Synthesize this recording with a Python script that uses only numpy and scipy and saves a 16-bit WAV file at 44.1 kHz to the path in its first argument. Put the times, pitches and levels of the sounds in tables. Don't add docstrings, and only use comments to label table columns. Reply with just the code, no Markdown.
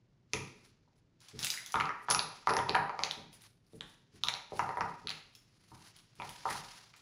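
import sys
import numpy as np
from scipy import signal
from scipy.fft import rfft, irfft
from scipy.io import wavfile
from scipy.ndimage import uniform_filter1d

SR = 44100
rng = np.random.default_rng(int(sys.argv[2]) if len(sys.argv) > 2 else 0)


def file_out(sig):
    cols = np.atleast_2d(sig).T
    lim = np.clip(cols, -1, 1)
    pcm = np.round(lim * 32767).astype(np.int16)
    wavfile.write(sys.argv[1], SR, pcm)


N = 309141

# (time [s], level [dB], pitch [Hz])
TABLE_THUMPS = [(0.051, -83, 160), (0.338, -39.5, 133.4), (1.332, -48.5, 155.6), (1.357, -48, 132.8),
                (1.748, -39, 144.6), (2.09, -43.5, 167), (2.151, -45.5, 155), (2.478, -41.5, 157),
                (2.569, -42, 128.3), (2.693, -41, 149), (2.753, -42, 147), (2.994, -49.5, 152),
                (3.165, -49.5, 210.4), (3.735, -50.5, 160), (3.808, -61, 183), (4.137, -55.5, 139),
                (4.242, -52.5, 136), (4.522, -46.5, 146), (4.595, -44.5, 134), (4.772, -49.5, 126),
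                (4.807, -44, 164), (5.04, -49.5, 152.4), (5.349, -73.5, 153.6), (5.713, -54, 117.2),
                (6.188, -49.5, 141.4), (6.291, -58, 110), (6.463, -52, 130), (6.502, -47, 145.4)]


def amp(db):
    return 10 ** (np.asarray(db) / 20)


def unit_rms(x):
    return x / np.sqrt(np.mean(x ** 2) + 1e-20)


def curve_at(points, hz, column=1):
    points = np.array(points)
    return np.interp(np.log(hz), np.log(points[:, 0]), points[:, column])


def band(x, low_hz, high_hz):
    edges = [low_hz, min(high_hz, SR / 2.2)]
    return signal.sosfilt(signal.butter(2, edges, "band", fs=SR, output="sos"), x)


def place(track, time_s, sound, level_db):
    start = int(time_s * SR)
    loudest = np.sqrt(uniform_filter1d(sound ** 2, size=176, mode="constant").max())
    track[start:start + len(sound)] += (amp(level_db) * sound / loudest)[:N - start]


def struck(hz, gains, t60, rise_s, size=4096):
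    t = np.arange(size) / SR
    decays = amp(-60 * np.outer(1 / np.asarray(t60), t))
    rings = np.sin(2 * np.pi * np.outer(hz, t)) * decays
    return (gains @ rings) * (1 - np.exp(-t / rise_s)) ** 2


def blunt_hit(hz, chance_db, cycles, rise_s):
    modes_hz = hz * np.array([.78, .9, 1, 1.12, 1.35])
    gains = amp([-19.5, -3, 8.5, -7, 2.5] + chance_db) * [-1, 1, 1, -1, 1]
    return struck(modes_hz, gains, cycles / modes_hz, rise_s)


def room_tone():
    # (frequency [Hz], relative density [dB])
    spectrum = [(15, -49), (25, -21.5), (70, -21), (91, -17.5), (112, -9.5), (131, -12), (208, -19),
                (283, -23), (331, -23), (600, -33.5), (954, -38.5), (1440, -41), (3850, -48.5), (6290, -52),
                (11500, -52), (14000, -85.5), (22000, -120)]
    hz = np.arange(N // 2 + 1) * SR / N + 1
    noise = irfft(rfft(rng.standard_normal(N)) * amp(curve_at(spectrum, hz)), N)
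    return amp(-67.5) * unit_rms(noise)


def room_reverb(spots):
    # (frequency [Hz], t60 [s], relative level [dB])
    decay = [(80, 0.29, 4), (212, 0.68, 8), (570, 0.59, 11), (1380, 0.54, 6.5), (3600, 0.55, -1),
             (10100, 0.38, 7)]
    first_echo_s, early_db, early_t60_s = .004, 11, .028
    t = np.arange(SR) / SR
    density = np.clip(.024 + (t / .06) ** 2, 0, 1)
    arrivals = (rng.random((2, len(spots), SR)) < density) * (t > first_echo_s) / np.sqrt(density)
    early_lift = 1 + amp(early_db - 60 * t / early_t60_s)
    echoes = rng.standard_normal(arrivals.shape) * arrivals * early_lift
    edges_hz, tails = 40 * 2 ** np.arange(0, 9, .5), 0
    for k, (low, high) in enumerate(zip(edges_hz, edges_hz[1:])):
        hz = np.sqrt(low * high)
        fade = amp(curve_at(decay, hz, column=2) - 60 * t / curve_at(decay, hz))
        tails = tails + band(echoes[k % 2] * fade, low, high)
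    return signal.fftconvolve(spots, tails / np.sqrt(SR / 40), axes=1)[:, :N].sum(axis=0)


def frame_rumble():
    rest_db, send_db, t60_s = -85.5, -22.5, .8
    evening = .6
    time_s, level_db, _ = np.transpose(TABLE_THUMPS)
    kicks = np.zeros(N)
    kicks[(time_s * SR).astype(int)] = amp(level_db + send_db - evening * (level_db - level_db.mean()))
    shudder = signal.lfilter([1], [1, -amp(-60 / (t60_s * SR))], kicks)
    sub_noise = unit_rms(band(rng.standard_normal(N), 28, 50))
    return band((amp(rest_db) + shudder) * sub_noise, 20, 70)


def hiss_and_scuff():
    # (peak time [s], rise [s], fade [s], hiss [dB], scuff [dB])
    swells = [(.35, 0.031, 0.27, -49.5, -53.5), (0.661, 0.076, 0.08, -58, -65), (.98, .05, .04, -68, -81),
              (1.22, .02, .2, -56, -59.5), (1.299, .04, 0.033, -54, -57), (1.432, 0.066, 0.24, -36, -41),
              (1.66, 0.018, 0.12, -88, -62), (1.78, 0.12, 0.081, -80, -53), (2.05, 0.12, 0.038, -56, -69),
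              (2.109, 0.015, 0.052, -33, -28), (2.2, 0.089, 0.052, -52, -52.5),
              (2.36, 0.095, 0.17, -61, -56.5), (2.49, 0.059, .05, -62.5, -53.5),
              (2.58, .02, .05, -51.5, -51.5), (2.69, 0.011, .05, -57.5, -48.5),
              (3.05, .09, 0.12, -52, -48.5), (3.34, 0.023, .06, -43.5, -60),
              (3.451, .1, 0.067, -54.5, -57.5), (3.77, .12, 0.036, -54, -70), (3.9, 0.14, 0.18, -57.5, -64),
              (4.16, .04, 0.048, -55.5, -60.5), (4.25, 0.065, .15, -67, -58), (4.57, .07, 0.21, -45.5, -51),
              (4.82, .2, 0.59, -60, -61), (5.18, 0.11, .05, -85, -58), (5.35, .14, .09, -67.5, -76),
              (5.779, 0.41, .2, -57.5, -65), (5.88, .1, .05, -49.5, -56), (5.97, .05, .09, -74.5, -59.5),
              (6.25, .08, 0.38, -52.5, -55), (6.37, 0.3, 0.14, -60, -60.5),
              (6.518, 0.076, 0.17, -35, -41.5), (6.75, .3, 0.26, -52, -53.5), (6.97, .04, .1, -90, -66)]
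    drop_db, scuff_linger = 28, 1.5
    felt_hz, felt_db = 4700, -15.5
    t = np.arange(N) / SR
    hiss_gain, scuff_gain = 0, amp(-85.5)
    for peak_s, rise_s, fade_s, hiss_db, scuff_db in swells:
        lost_db = drop_db * np.maximum((peak_s - t) / rise_s, (t - peak_s) / fade_s) ** 1.06
        hiss_gain = hiss_gain + amp(hiss_db - lost_db)
        scuff_gain = scuff_gain + amp(scuff_db - lost_db / scuff_linger)
    grains = rng.standard_normal((2, N)) * amp(3.2 * np.minimum(rng.exponential(1, (2, N)), 5))
    flicker_db = 2 * unit_rms(band(rng.standard_normal(N), 8.1, 40))
    grains *= amp(flicker_db)
    hiss = signal.sosfilt(signal.butter(8, 15000, fs=SR, output="sos"), band(grains[1], 8800, 12000))
    felt = unit_rms(band(grains[0], felt_hz / 1.3, felt_hz * 1.15))
    scuff = unit_rms(band(grains[0], 710, 7000)) + amp(felt_db) * felt
    return hiss_gain * unit_rms(hiss) + scuff_gain * unit_rms(scuff)


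def table_thumps():
    track = np.zeros(N)
    for time_s, level_db, hz in TABLE_THUMPS:
        modes_hz = hz * np.array([.4, .75, 1, 1.4, 2, 2.7])
        boom = struck(modes_hz, amp([-15, -4, -1, -3, -3, 0]), t60=15 / modes_hz, rise_s=.0038, size=16384)
        place(track, time_s, boom, level_db)
    return track


def bright_snaps():
    # (time [s], level [dB], centre [Hz], top end [dB])
    snaps = [(1.2042, -54.5, 5590, -82), (1.285, -46.5, 4660, -59), (1.391, -33, 4740, -38),
             (1.405, -43, 4580, -36.5), (1.4283, -30.5, 5130, -48), (1.436, -31.5, 4234, -39.5),
             (1.4462, -26.5, 3590, -20.5), (1.4687, -30, 3450, -48.5), (1.502, -58.5, 4730, -31),
             (1.5027, -24, 4600, -29), (1.5389, -41, 2030, -32.5), (1.6614, -37.5, 4980, -38),
             (1.721, -34.5, 6860, -55), (3.3291, -51, 3880, -48), (3.4188, -55, 4600, -45),
             (3.666, -68, 4010, -66), (5.3511, -46.5, 4400, -49), (5.686, -63, 4500, -64),
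             (5.9643, -52.5, 3850, -47.5), (5.9882, -55, 4650, -61), (6.154, -61, 4880, -54),
             (6.2923, -43, 2860, -37), (6.964, -64, 3470, -51)]
    track, t60_s = np.zeros(N), .014
    fade = amp(-60 * np.arange(1024) / SR / t60_s)
    for time_s, level_db, hz, top_db in snaps:
        burst = rng.standard_normal(1024) * fade
        place(track, time_s, band(burst, hz / 1.42, hz * 1.8), level_db)
        place(track, time_s, band(burst, 7500, 12000), top_db)
    return track


def checker_touches():
    # (time [s], click [dB], click pitch [Hz], board knock [dB],
    # knock pitch [Hz], rim [dB], rim pitch [Hz], checker ring [dB])
    hits = [(.3344, -30.5, 5960, -41.5, 348, -28.5, 2407, -33.5),
            (.3375, -42.5, 4200, -40.5, 1010, -39.5, 2700, -37.5),
            (.8764, -95, 3300, -72, 812, -99, 2400, -100),
            (1.5747, -57.5, 5240, -64, 1707, -37.5, 2020, -40),
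            (1.7416, -45, 3120, -27, 1220, -37.5, 2300, -51),
            (1.7565, -41, 3500, -25.5, 1540, -38, 2080, -46),
            (1.8008, -34.5, 2710, -39.5, 940, -29.5, 2160, -45),
            (1.8083, -43.5, 4200, -27.5, 1300, -31.5, 2290, -61),
            (1.8556, -47, 4440, -37, 1100, -45, 2700, -65),
            (1.8921, -55, 5460, -35, 1510, -36.5, 1900, -71),
            (2.0845, -51.5, 3280, -31.5, 1050, -38, 1730, -55),
            (2.1019, -33, 5500, -31.5, 850, -59, 2880, -13.5),
            (2.1101, -26.5, 6160, -31.5, 1340, -37, 1870, -22.5),
            (2.1476, -27.5, 5600, -29.5, 1400, -31.5, 2500, -27),
            (2.193, -27, 4530, -41, 790, -38, 2200, -37),
            (2.4718, -41.5, 4360, -22.5, 1010, -33, 1944, -41.5),
            (2.4928, -40, 5270, -29.5, 1170, -31.5, 1800, -43),
            (2.4981, -42, 4900, -36, 960, -38, 2470, -35.5),
            (2.5061, -40.5, 4530, -33.5, 533, -52, 2160, -45),
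            (2.5369, -39, 5040, -36, 780, -43, 1950, -31.5),
            (2.5672, -33.5, 5400, -29.5, 800, -29.5, 1840, -35.5),
            (2.5892, -40.5, 3400, -33, 980, -40, 1920, -51),
            (2.6887, -48.5, 3770, -32.5, 870, -46, 2480, -50),
            (2.694, -29, 4190, -36.5, 430, -34, 2400, -54.5),
            (2.7467, -58, 3360, -39, 990, -24.5, 1660, -41),
            (2.7512, -32.5, 2940, -23.5, 990, -28.5, 1850, -41),
            (2.8943, -55.5, 4470, -34, 910, -45, 2120, -73),
            (2.9913, -44.5, 4660, -33, 873, -39.5, 2160, -57),
            (3.036, -26.5, 4520, -46.5, 663, -32, 2520, -42.5),
            (3.111, -32.5, 3830, -51.5, 1010, -47, 2570, -44),
            (3.7333, -70.5, 3610, -54, 373, -78, 2810, -74),
            (3.8085, -39.5, 3510, -54.5, 1180, -48.5, 1900, -55),
            (4.2364, -27, 3640, -40, 1130, -51, 2370, -40), (4.2718, -38, 3500, -45, 1230, -40, 2760, -61),
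            (4.2852, -27, 3840, -39.5, 1180, -33.5, 2310, -43),
            (4.3389, -35.5, 4100, -48.5, 725, -70, 2800, -57),
            (4.3502, -50, 4250, -59, 1560, -43, 2560, -47), (4.5205, -69, 3560, -40, 600, -59, 2200, -71.5),
            (4.5932, -45, 5300, -26, 1100, -34.5, 2010, -61),
            (4.6059, -63, 3730, -42, 1120, -66, 2010, -66.5),
            (4.6907, -57, 4100, -35, 900, -41.5, 1870, -54),
            (4.7711, -61, 3380, -31.5, 850, -40.5, 1930, -49.5),
            (4.808, -45.5, 5350, -29.5, 1090, -34.5, 1880, -66),
            (5.0721, -36, 4140, -51.5, 1620, -47, 2430, -43),
            (5.0845, -51, 3880, -58, 1690, -39, 2560, -66),
            (5.0932, -36.5, 4170, -54.5, 740, -49, 2600, -60),
            (5.1038, -37, 4100, -50.5, 1650, -44, 2120, -50.5),
            (5.113, -47, 4060, -70.5, 1300, -39.5, 2780, -51.5),
            (5.717, -79, 4880, -55, 927, -73.5, 1900, -75.5), (5.7447, -79, 3430, -58, 960, -77, 1990, -68),
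            (6.1992, -79, 3250, -41, 900, -42.5, 2430, -53.5),
            (6.2198, -49.5, 3330, -41.5, 850, -44, 2160, -57),
            (6.4543, -81, 4500, -30, 930, -47, 1840, -57.5), (6.4894, -55, 3430, -41, 1030, -41, 2000, -53),
            (6.5061, -50, 3700, -39, 1060, -38.5, 1840, -48),
            (6.9385, -59, 2830, -61, 1420, -54, 2400, -93)]
    # (frequency [Hz], relative level [dB], t60 [s])
    board_modes = [(330, -2, .02), (415, 2, .03), (520, -3, .012), (640, -3, .012), (800, 0, .018),
                   (930, 0, .02), (1000, 0, .02), (1180, 0, .018), (1250, -1, .014), (1385, 0, .012),
                   (1600, -3, .008)]
    # (frequency [Hz], relative level [dB], t60 [s])
    checker_modes = [(10370, -3, .012), (10540, 0, .022), (10680, -3, .012)]
    board_hz, board_db, board_t60 = np.transpose(board_modes)
    checker_hz, checker_db, checker_t60 = np.transpose(checker_modes)
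    spots = np.zeros((4, N))
    direct = np.zeros(N)
    chances_db = 2.5 * rng.normal(0, 1, (len(hits), len(board_modes)))
    polarity = (-1) ** (np.arange(len(board_modes)) // 3)
    bursts = rng.standard_normal((len(hits), 256)) * amp(-60 * np.arange(256) / SR / .001)
    for k, (time_s, click_db, click_hz, knock_db, knock_hz, rim_db, rim_hz, ring_db) in enumerate(hits):
        spot, chance_db = spots[k % 4], chances_db[k]
        contact_s = .00016 * amp(-(click_db + 25) / 2)
        click = blunt_hit(click_hz, chance_db[:5], cycles=12, rise_s=contact_s)
        place(spot, time_s, click, click_db)
        place(direct, time_s, click, click_db - 5)
        place(spot, time_s, band(bursts[k], 1000, 7000), click_db - 7)
        place(spot, time_s, band(bursts[k], 7100, 11000), click_db - 21.5)

        favour_db = np.maximum(-28 * np.log2(board_hz / knock_hz) ** 2, -24)
        knock = struck(board_hz, amp(board_db + favour_db + chance_db) * polarity, board_t60, rise_s=.0013)
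        place(spot, time_s, knock, knock_db)
        place(direct, time_s, knock, knock_db - 7)

        rim = blunt_hit(rim_hz, chance_db[-5:], cycles=18, rise_s=.0005)
        place(spot, time_s, rim, rim_db)
        ring = struck(checker_hz, amp(checker_db + chance_db[5:8]), checker_t60, rise_s=.00025)
        place(spot, time_s, ring, ring_db)
    return spots, direct


def scene():
    spots, direct = checker_touches()
    spots[0] += bright_snaps() + table_thumps()
    blows = spots.sum(axis=0) + direct + amp(-5) * room_reverb(spots)
    return (blows + hiss_and_scuff() + frame_rumble() + room_tone())[None]


def record(dry):
    # (centre [Hz], width [Hz], depth [gain])
    notches = [(8440, 3100, 0.25), (11980, 8900, 0.018)]
    cutoff_hz = 15800
    for hz, width_hz, depth in notches:
        pole, zero = np.exp(-np.pi * width_hz / SR * np.array([1, depth]))
        tuning = -2 * np.cos(2 * np.pi * hz / SR)
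        dry = signal.lfilter([1, tuning * zero, zero ** 2], [1, tuning * pole, pole ** 2], dry) * pole / zero
    return signal.sosfilt(signal.ellip(10, .5, 60, cutoff_hz, fs=SR, output="sos"), dry)


dry = scene()
out = record(dry)
file_out(out)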